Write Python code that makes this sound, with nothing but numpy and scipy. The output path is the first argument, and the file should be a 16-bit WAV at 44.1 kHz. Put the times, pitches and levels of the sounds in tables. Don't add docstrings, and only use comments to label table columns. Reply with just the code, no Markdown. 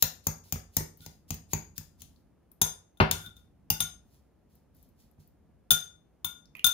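import sys
import numpy as np
from scipy import signal
from scipy.fft import rfft, irfft
from scipy.io import wavfile

SR = 44100
rng = np.random.default_rng(int(sys.argv[2]) if len(sys.argv) > 2 else 0)


def wav_out(sig):
    wavfile.write(sys.argv[1], SR, np.round(np.clip(np.atleast_2d(sig).T, -1, 1) * 32767).astype(np.int16))


N = 296793

# start_s, crack_db (bright), dull_db, dull_hz (centre of the dull crack), counter_db, board_db,
# board_hz (its note), bowl_db, bowl_high_db (extra on high modes), fork_db, fork_high_db (extra on high modes),
# left_right_db, stretch (factor on ring length)
FORK_BLOWS = [(0.024, -12, -16.5, 3780, -29, -36, 712, -37, -11, -25, 10.5, 8.5, 0.65),
              (0.2686, -22, -30, 4760, -25, -24, 830, -57, 18.5, -17, -1.5, 8, 0.33),
              (0.5236, -20, -29.5, 2800, -26.5, -35.5, 794, -54, 3, -31.5, 2.5, 10, 0.51),
              (0.7673, -14, -23, 5200, -25, -28, 704, -58, 17, -23.5, 7, 7.5, 0.35),
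              (1.062, -39.5, -43, 4380, -40.5, -45.5, 400, -58.5, -3, -36, -12.5, 14.5, 0.18),
              (1.3054, -25.5, -30.5, 2880, -28, -38.5, 400, -77, 13, -23, -7.5, 9, 0.25),
              (1.3416, -40.5, -48.5, 5000, -39.5, -43, 402, -72, 2, -45, 5, -4, 0.67),
              (1.5329, -31, -27, 2570, -24.5, -24, 410, -58, -4.5, -20, -5, 11, 0.38),
              (1.7797, -33, -45, 1970, -37, -52, 369, -60, -10, -45.5, 11, 19.5, 0.26),
              (2.0189, -40.5, -50.5, 3590, -50, -65, 433, -80, 0.5, -51.5, -12.5, 21, 0.34),
              (2.6153, -11.5, -18.5, 3670, -27, -25.5, 920, -25.5, 3, -23, -1, 5.5, 0.78),
              (2.972, -67, -61.5, 3582, -68.5, -73.5, 892, -60, -10.5, -75, 1.5, 5.5, 0.8),
              (3.1119, -13, -17.5, 3800, -30, -41.5, 1060, -31, -9, -39, -7, 9, 0.64),
              (3.2618, -46.5, -48.5, 3520, -45.5, -63.5, 544, -37, -25, -65, 9, 10.5, 0.24),
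              (3.3668, -55.5, -67, 3750, -58, -66.5, 414, -51.5, -15, -84, 1.5, 11.5, 0.35),
              (3.7022, -14.5, -25, 2850, -27.5, -30.5, 950, -36.5, 2, -44.5, 26.5, 5.5, 0.78),
              (3.8034, -31, -18.5, 3800, -38.5, -39, 1040, -25.5, 1, -45.5, 10, 6.5, 0.54),
              (3.8226, -34.5, -45.5, 3670, -39.5, -64.5, 1036, -36, -16, -28, -17, 3, 0.49),
              (5.7063, -13.5, -21, 3600, -38.5, -48, 1070, -12.5, -9, -37, 14, 8, 0.73),
              (5.7134, -18, -16, 3480, -30, -37, 1037, -28.5, -3.5, -24.5, 6, 0.5, 1),
              (6.245, -39, -29.5, 3410, -42.5, -36, 865, -31, -8.5, -40, 9.5, 8.5, 1),
              (6.6433, -14, -21, 3400, -39, -57, 810, -12, -13, -52, 8.5, 9, 0.77),
              (6.6662, -15, -22.5, 3600, -43, -65, 853, -33.5, 4, -36, 18.5, 3.5, 0.73)]
# start_s, level_db
HANDLE_RAPS = [(0.7672, -37), (3.1116, -36), (3.7023, -26)]
# frequency_hz, level_db
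CRACK_COLOUR = [(3000, -28.5), (5500, 0), (7000, -1), (11000, -7.5), (15500, 4), (17000, -9)]

BELLY_MODES = [(1425, 0, .3, 0), (1443, -2.5, .26, 0), (1480, -4, .08, 0)]
BOWL_MODES = [(3564, 1, .05, 6), (3592, -14, .32, 2), (3700, -12, .05, 0), (3150, -18, .05, 0)]
RIM_MODES = [(4996, -5, .05, 0), (6335, -5, .33, 0), (6395, -3, .12, 0), (8650, -8, .09, 0),
             (8845, -6, .06, 0), (9625, -1, .14, 0), (9790, -4, .08, 0)]
LIP_MODES = [(10250, -4, .03, 0), (10730, -2, .06, -6), (11140, -3, .06, -4), (12700, -3, .05, 3),
             (13090, -1, .07, 3), (13325, -1, .1, 3), (13680, -6, .05, 3)]
TINE_MODES = [(6130, -3, .06, 0), (6480, -4, .05, 0), (6680, 0, .07, 0), (6850, -2, .06, 0),
              (7100, -6, .05, 0), (7400, -8, .04, 0), (4830, -14, .06, 0)]
NECK_MODES = [(12020, 0, .05, 0), (11920, -4, .04, 0), (11650, -10, .03, 0)]
TIP_MODES = [(15300, 0, .04, 0), (14930, -3, .06, 0), (15600, -2, .05, 0), (14280, -7, .05, 0)]
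HANDLE_MODES = [(867.5, -4, 0.073, 4.5), (1980, -10, 0.044, 3.5), (2797, -3, 0.065, 3.5),
                (4970, -1, 0.051, 9.5)]
COUNTER_MODES = [(58.6, -9.5, 0.72, -0.91), (97.5, 4, 0.18, -1.5), (154.8, 0.5, 0.23, -1.5),
                 (217.6, -10, 0.39, 0.27)]
BOARD_MODES = [(220.8, 1, 0.096, -1), (365, -1, .09, 1.5), (910, -8, 0.064, 0.5), (1110, -13, .08, 1),
               (1466, -16.5, 0.059, 0)]
# frequency_hz, level_db
BOARD_COLOUR = [(150, -23.5), (350, 5), (550, -10), (900, -1), (1300, -8.5), (2200, -6.5), (4000, -37.5)]
BELLY_DB, RIM_DB, LIP_DB, NECK_DB, TIPS_DB = -18, 1, 3, 3, 2
WAVER_GROWS_S = 0.01
COUNTER_LAG_S = 0.004

# start_s (of full level), level_db, swell_s, hold_s
RUSTLE_STROKES = [(0.012, -53, 0.034, .013), (0.243, -62.5, 0.027, .025), (0.44, -64, .012, 0.12),
                  (0.745, -61, 0.048, 0.02), (1.02, -58, 0.083, 0.02), (1.105, -71, .02, .004),
                  (1.285, -60.5, 0.013, 0.023), (1.515, -53.5, .04, .018), (1.765, -56, 0.02, .015),
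                  (1.848, -81.5, .03, 0.0041), (2.003, -59.5, 0.037, .015), (2.16, -83.5, .1, .03),
                  (3.366, -68, .03, 0.0026), (4.142, -70.5, 0.21, .004), (4.505, -76.5, 0.044, 0.056),
                  (4.75, -75, 0.035, 0.098), (5.0, -67.5, 0.056, 0.0068), (5.2, -69.5, 0.028, .006)]
# frequency_hz, level_db (per Hz)
RUSTLE_COLOUR = [(1200, -37), (2000, -12), (3900, -6), (4900, -4), (8900, -8), (15500, -3), (16200, -34.5)]
# start_s (of full level), level_db, swell_s, hold_s
SCRAPE_STROKES = [(1.025, -62.5, 0.037, 0.025), (1.09, -75, 0.016, .015), (2.04, -91, .015, .06),
                  (3.14, -52, .015, 0.13), (3.73, -51.5, .015, 0.039)]
# frequency_hz, level_db (per Hz)
SCRAPE_COLOUR = [(470, -27), (800, -20), (1300, -12), (1440, 14), (1650, -13), (3160, -17), (3580, 11),
                 (4000, -37), (8360, -18.5), (11900, -5.5), (15800, -16)]
RUSTLE_FADE_DB_PER_S, SCRAPE_FADE_DB_PER_S = 187, 598.5
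SWELL_DB = 36

# start_s, level_db, centre_hz, left_right_db
TICKS = [(0.438, -57, 6310, 9), (0.465, -65, 4300, 18), (0.973, -50, 14500, 12), (1.006, -57.5, 4250, 24),
         (1.0543, -59, 6300, 18), (2.0056, -54.5, 5870, 18), (2.161, -68, 4600, 18),
         (2.516, -46.5, 13300, 9), (4.5531, -58.5, 13570, 14), (4.7483, -61, 14640, 15),
         (4.7664, -61, 12700, 15), (4.8273, -55, 14000, 16), (4.8894, -64, 13400, 13),
         (5.113, -65.5, 12300, 14.5), (5.2754, -56.5, 14230, 11.5), (6.4554, -54.5, 5380, 2.5),
         (6.5676, -52, 12000, -5)]
# start_s, level_db, centre_hz, left_right_db
CLICKS = [(6.551, -33, 2450, -5.5), (6.5533, -41, 1250, -10), (6.567, -44, 3000, -3),
          (6.5817, -45, 2100, -4), (6.5932, -30.5, 2850, -2)]
# start_s, counter_db, board_db
THUDS = [(0.458, -55, -58), (0.559, -33.5, -34), (0.807, -33, -33), (0.844, -63, -62), (0.999, -47, -68),
         (1.099, -55, -58), (1.58, -43, -64.5), (1.81, -58, -49), (2.66, -59, -31.5), (3.188, -52, -63),
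         (5.039, -53, -73.5), (5.183, -46.5, -68)]
# frequency_hz, level_db (per Hz)
KNOCK_COLOUR = [(40, -17), (100, -7), (230, -6.5), (550, -14), (860, -9), (1500, -9.5), (3000, -17),
                (5500, -33), (7500, -51), (16000, -46)]
TICK_T60_S, TICK_WIDTH, TICK_TREBLE_DB = 0.021, 1.3, -22
CLICK_T60_S, CLICK_WIDTH, CLICK_TREBLE_DB = 0.014, 1.24, -28
KNOCK_S, KNOCK_DB, KNOCK_RING_DB, KNOCK_PAN_DB = 3.0012, -14, -18.5, 6
KNOCK_COUNTER_DB, KNOCK_BOARD_DB = -12, -19.5

# frequency_hz, t60_s, echo_db
KITCHEN_ECHO = [(59.4, 0.86, -11), (160, 0.47, -13.5), (390.2, 0.35, 0), (1070, 0.33, -3), (3170, 0.3, -3),
                (8250, 0.32, -6), (15500, 0.18, -8), (16070, .1, -34.5)]
# frequency_hz, level_db (per Hz)
HUSH_COLOUR = [(30, -21.5), (48, -10.5), (63, 3), (85, -12), (160, -7), (250, -11.5), (400, -17.5),
               (800, -24), (1050, -30), (2000, -37.5), (4000, -45.5), (8000, -47), (15500, -47.5),
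               (16200, -73.5)]
# frequency_hz, likeness (-1 to 1)
HUSH_LIKENESS = [(60, 0.67), (180, 0.85), (550, 0.18), (1650, 0.97), (4970, 0.04), (15000, -0.21)]
HUSH_DB = -62.5
# frequency_hz, level_db
MICROPHONE_COLOUR = [(0, 0), (7000, 0.5), (8000, -5), (8900, 2), (22050, -6.5)]
LAG_SAMPLES = 12
BASS_CUT_HZ, EDGE_HZ = 51, 17000


def fork():
    mix = np.zeros((2, N))
    for (s, crack_db, dull_db, dull_hz, counter_db, board_db, board_hz,
         bowl_db, bowl_high_db, fork_db, fork_high_db, pan_db, stretch) in FORK_BLOWS:
        bright = burst(CRACK_COLOUR, crack_db, t60=0.017, rise_s=0.00029)
        dull = burst(hump(dull_hz, -4.5, -6.5, 1.15), dull_db, t60=0.027, rise_s=0.00082)
        add(mix, s, bright + dull, pan_db)
        upper_bowl_db = bowl_db + bowl_high_db
        upper_fork_db = fork_db + fork_high_db
        parts = [(BELLY_MODES, bowl_db + BELLY_DB),
                 (BOWL_MODES, bowl_db),
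                 (RIM_MODES, upper_bowl_db + RIM_DB),
                 (LIP_MODES, upper_bowl_db + LIP_DB),
                 (TINE_MODES, fork_db),
                 (NECK_MODES, upper_fork_db + NECK_DB),
                 (TIP_MODES, upper_fork_db + TIPS_DB)]
        for modes, db in parts:
            tones = ring(modes, db, stretch, scatter_db=1.5, rise_s=0.0015, waver=0.27)
            add(mix, s, tones, pan_db)
        thud(mix, s, counter_db, board_db, board_hz)
    return mix


def ring(modes, db, stretch, scatter_db, rise_s, waver):
    hz, level_db, t60, pan_db = (column[:, None] for column in np.transpose(modes))
    t60 = t60 * np.clip(stretch, 0.2, 3)
    spot, drift = rng.standard_normal((2, len(modes), 1))
    a, b = rng.standard_normal((2, 2, len(modes), 64))
    steps = int(np.clip(t60.max() * SR / 256, 2, 64))
    t = np.arange(steps * 256) / SR
    wander = signal.resample((a + 1j * b)[..., :steps], len(t), axis=-1)
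    wobble = 1 + waver * (1 - np.exp(-t / WAVER_GROWS_S)) * wander
    fade = gain_of(db + level_db + scatter_db * spot - 60 * t / t60)
    fade = fade * (1 - np.exp(-t / rise_s))
    carrier = np.exp(2j * np.pi * hz * (1 + 0.0029 * drift) * t)
    tones = fade * (wobble * carrier).imag
    return (tones * gain_of([pan_db / 2, -pan_db / 2])).sum(1)


def burst(colour, db, t60, rise_s, unlike=1.0):
    t = np.arange(4096) / SR
    a, b = rng.standard_normal((2, len(t)))
    noise = coloured(np.array([a, a + unlike * b]), colour)
    return noise * gain_of(db - 60 * t / t60) * (1 - np.exp(-t / rise_s))


def thud(mix, s, counter_db, board_db, board_hz):
    push = -ring(COUNTER_MODES, counter_db, stretch=0.5, scatter_db=0.18, rise_s=0.0029, waver=0)
    add(mix, s + COUNTER_LAG_S, push)
    hz = np.geomspace(100, 5000, 40)
    note_db = 7 * np.exp(-(np.log2(hz / board_hz) / 0.1) ** 2)
    colour = np.transpose([hz, read(BOARD_COLOUR, hz) + note_db])
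    add(mix, s, burst(colour, board_db, t60=0.019, rise_s=0.00012, unlike=0.36))


def food():
    rustle_level = strokes(RUSTLE_STROKES, RUSTLE_FADE_DB_PER_S)
    scrape_level = strokes(SCRAPE_STROKES, SCRAPE_FADE_DB_PER_S)
    rustle = snaps(rustle_level, RUSTLE_COLOUR, per_s=3000, spread_db=2.8, smooth=0.3)
    scrape = snaps(scrape_level, SCRAPE_COLOUR, per_s=1200, spread_db=0.96, smooth=0.43)
    return rustle + scrape


def strokes(rows, fade_db_per_s):
    t = np.arange(0, N, 32) / SR
    level = np.zeros(len(t))
    for s, db, swell_s, hold_s in rows:
        below_db = SWELL_DB * np.maximum(s - t, 0) / swell_s
        faded_db = fade_db_per_s * np.maximum(t - s - hold_s, 0)
        level += gain_of(db - below_db - faded_db)
    return np.interp(np.arange(N) / SR, t, level)


def snaps(level, colour, per_s, spread_db, smooth):
    size = gain_of(spread_db * np.minimum(rng.exponential(1, N), 5))
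    size = size * (rng.random(N) < per_s / SR)
    clicks = size * rng.choice([-1, 1], N)
    noise = smooth * rng.standard_normal((2, N))
    return level * coloured(clicks + noise, colour)


def small_sounds():
    mix = np.zeros((2, N))
    for s, db, hz, pan_db in TICKS:
        colour = hump(hz, -14, TICK_TREBLE_DB, TICK_WIDTH)
        add(mix, s, burst(colour, db, TICK_T60_S, rise_s=0.0002), pan_db)
    for s, db, hz, pan_db in CLICKS:
        colour = hump(hz, -16, CLICK_TREBLE_DB, CLICK_WIDTH)
        add(mix, s, burst(colour, db, CLICK_T60_S, rise_s=0.00089), pan_db)
    for s, db in HANDLE_RAPS:
        add(mix, s, ring(HANDLE_MODES, db, stretch=0.85, scatter_db=1.5, rise_s=0.00061, waver=0.4))
    for s, counter_db, board_db in THUDS:
        thud(mix, s, counter_db, board_db, board_hz=950)
    knock = burst(KNOCK_COLOUR, KNOCK_DB, t60=0.095, rise_s=0.00022, unlike=0.25)
    add(mix, KNOCK_S, knock, KNOCK_PAN_DB)
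    board = ring(BOARD_MODES, KNOCK_RING_DB, stretch=1, scatter_db=1.1, rise_s=0.0006, waver=0.3)
    add(mix, KNOCK_S, board)
    thud(mix, KNOCK_S, KNOCK_COUNTER_DB, KNOCK_BOARD_DB, board_hz=700)
    return mix


def kitchen(x):
    taps = np.zeros((2, SR // 2))
    slots = np.arange(250, SR // 2 - 20, 12)
    at = slots + rng.integers(0, 12, (2, len(slots)))
    np.put_along_axis(taps, at, rng.choice([-1., 1.], at.shape), 1)
    hz, t, z = signal.stft(taps, SR, nperseg=512)
    z[1, hz < 300] = z[0, hz < 300]
    t60 = read(KITCHEN_ECHO, hz)[:, None]
    echo_db = read(KITCHEN_ECHO, hz, column=2)[:, None]
    energy = t60 * SR / 12 / (2 * np.log(1000))
    z = z * gain_of(echo_db - 60 * t / t60) / np.sqrt(energy)
    tail = signal.istft(z, SR, nperseg=512)[1]
    tail *= np.clip((np.arange(tail.shape[1]) - 100) / 150, 0, 1)
    return signal.fftconvolve(x, tail, axes=1)[:, :N]


def hush():
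    a, b, c, d = rng.standard_normal((N // 512 + 5, 1025, 4)).T
    hz = np.fft.rfftfreq(2048, 1 / SR)
    t = np.arange(a.shape[1]) * 512 / SR
    swell = np.zeros(len(t))
    for rate_hz in np.geomspace(0.3, 5, 20):
        swell += np.sin(2 * np.pi * (rate_hz * t + rng.random())) / np.sqrt(rate_hz)
    swell_db = 2.2 * evened(swell) * (hz < 300)[:, None]
    same = np.clip(read(HUSH_LIKENESS, hz), -1, 1)[:, None]
    left = a + 1j * b
    right = same * left + np.sqrt(1 - same ** 2) * (c + 1j * d)
    z = np.array([left, right]) * gain_of(read(HUSH_COLOUR, hz)[:, None] + swell_db)
    noise = signal.istft(z, nperseg=2048, noverlap=1536)[1][:, :N]
    return gain_of(HUSH_DB) * evened(noise)


def gain_of(db):
    return 10 ** (np.asarray(db) / 20)


def evened(x):
    return x / np.sqrt(np.mean(x ** 2) + 1e-20)


def read(points, hz, column=1):
    points = np.transpose(points)
    return np.interp(np.log(hz + 1), np.log(points[0] + 1), points[column])


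def coloured(x, points):
    hz = np.fft.rfftfreq(x.shape[-1], 1 / SR)
    return evened(irfft(rfft(x) * gain_of(read(points, hz)), x.shape[-1]))


def hump(hz, below_db, above_db, width):
    return [(hz / width ** 3, 2 * below_db),
            (hz / width, below_db),
            (hz, 0),
            (hz * width, above_db),
            (hz * width ** 5, above_db - 6)]


def add(mix, s, sound, pan_db=0):
    part = mix[:, max(round(s * SR), 0):][:, :sound.shape[-1]]
    panned = sound * gain_of([[pan_db / 2], [-pan_db / 2]])
    part += panned[:, :part.shape[1]]


def scene():
    near = fork() + food() + small_sounds()
    heard = near + kitchen(near)
    heard[1] = np.r_[np.zeros(LAG_SAMPLES), heard[1, :-LAG_SAMPLES]]
    return heard + hush()


def record(dry):
    hz, db = np.transpose(MICROPHONE_COLOUR)
    colour = signal.firwin2(255, np.r_[0, hz[1:-1], SR / 2], gain_of(db), fs=SR)
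    edge = signal.firwin(511, EDGE_HZ, window=("kaiser", 12), fs=SR)
    bass_cut = signal.butter(N=2, Wn=BASS_CUT_HZ, btype="high", fs=SR, output="sos")
    cut = signal.sosfilt(bass_cut, dry)
    return signal.oaconvolve(cut, np.convolve(colour, edge)[None], "same")


dry = scene()
out = record(dry)
wav_out(out)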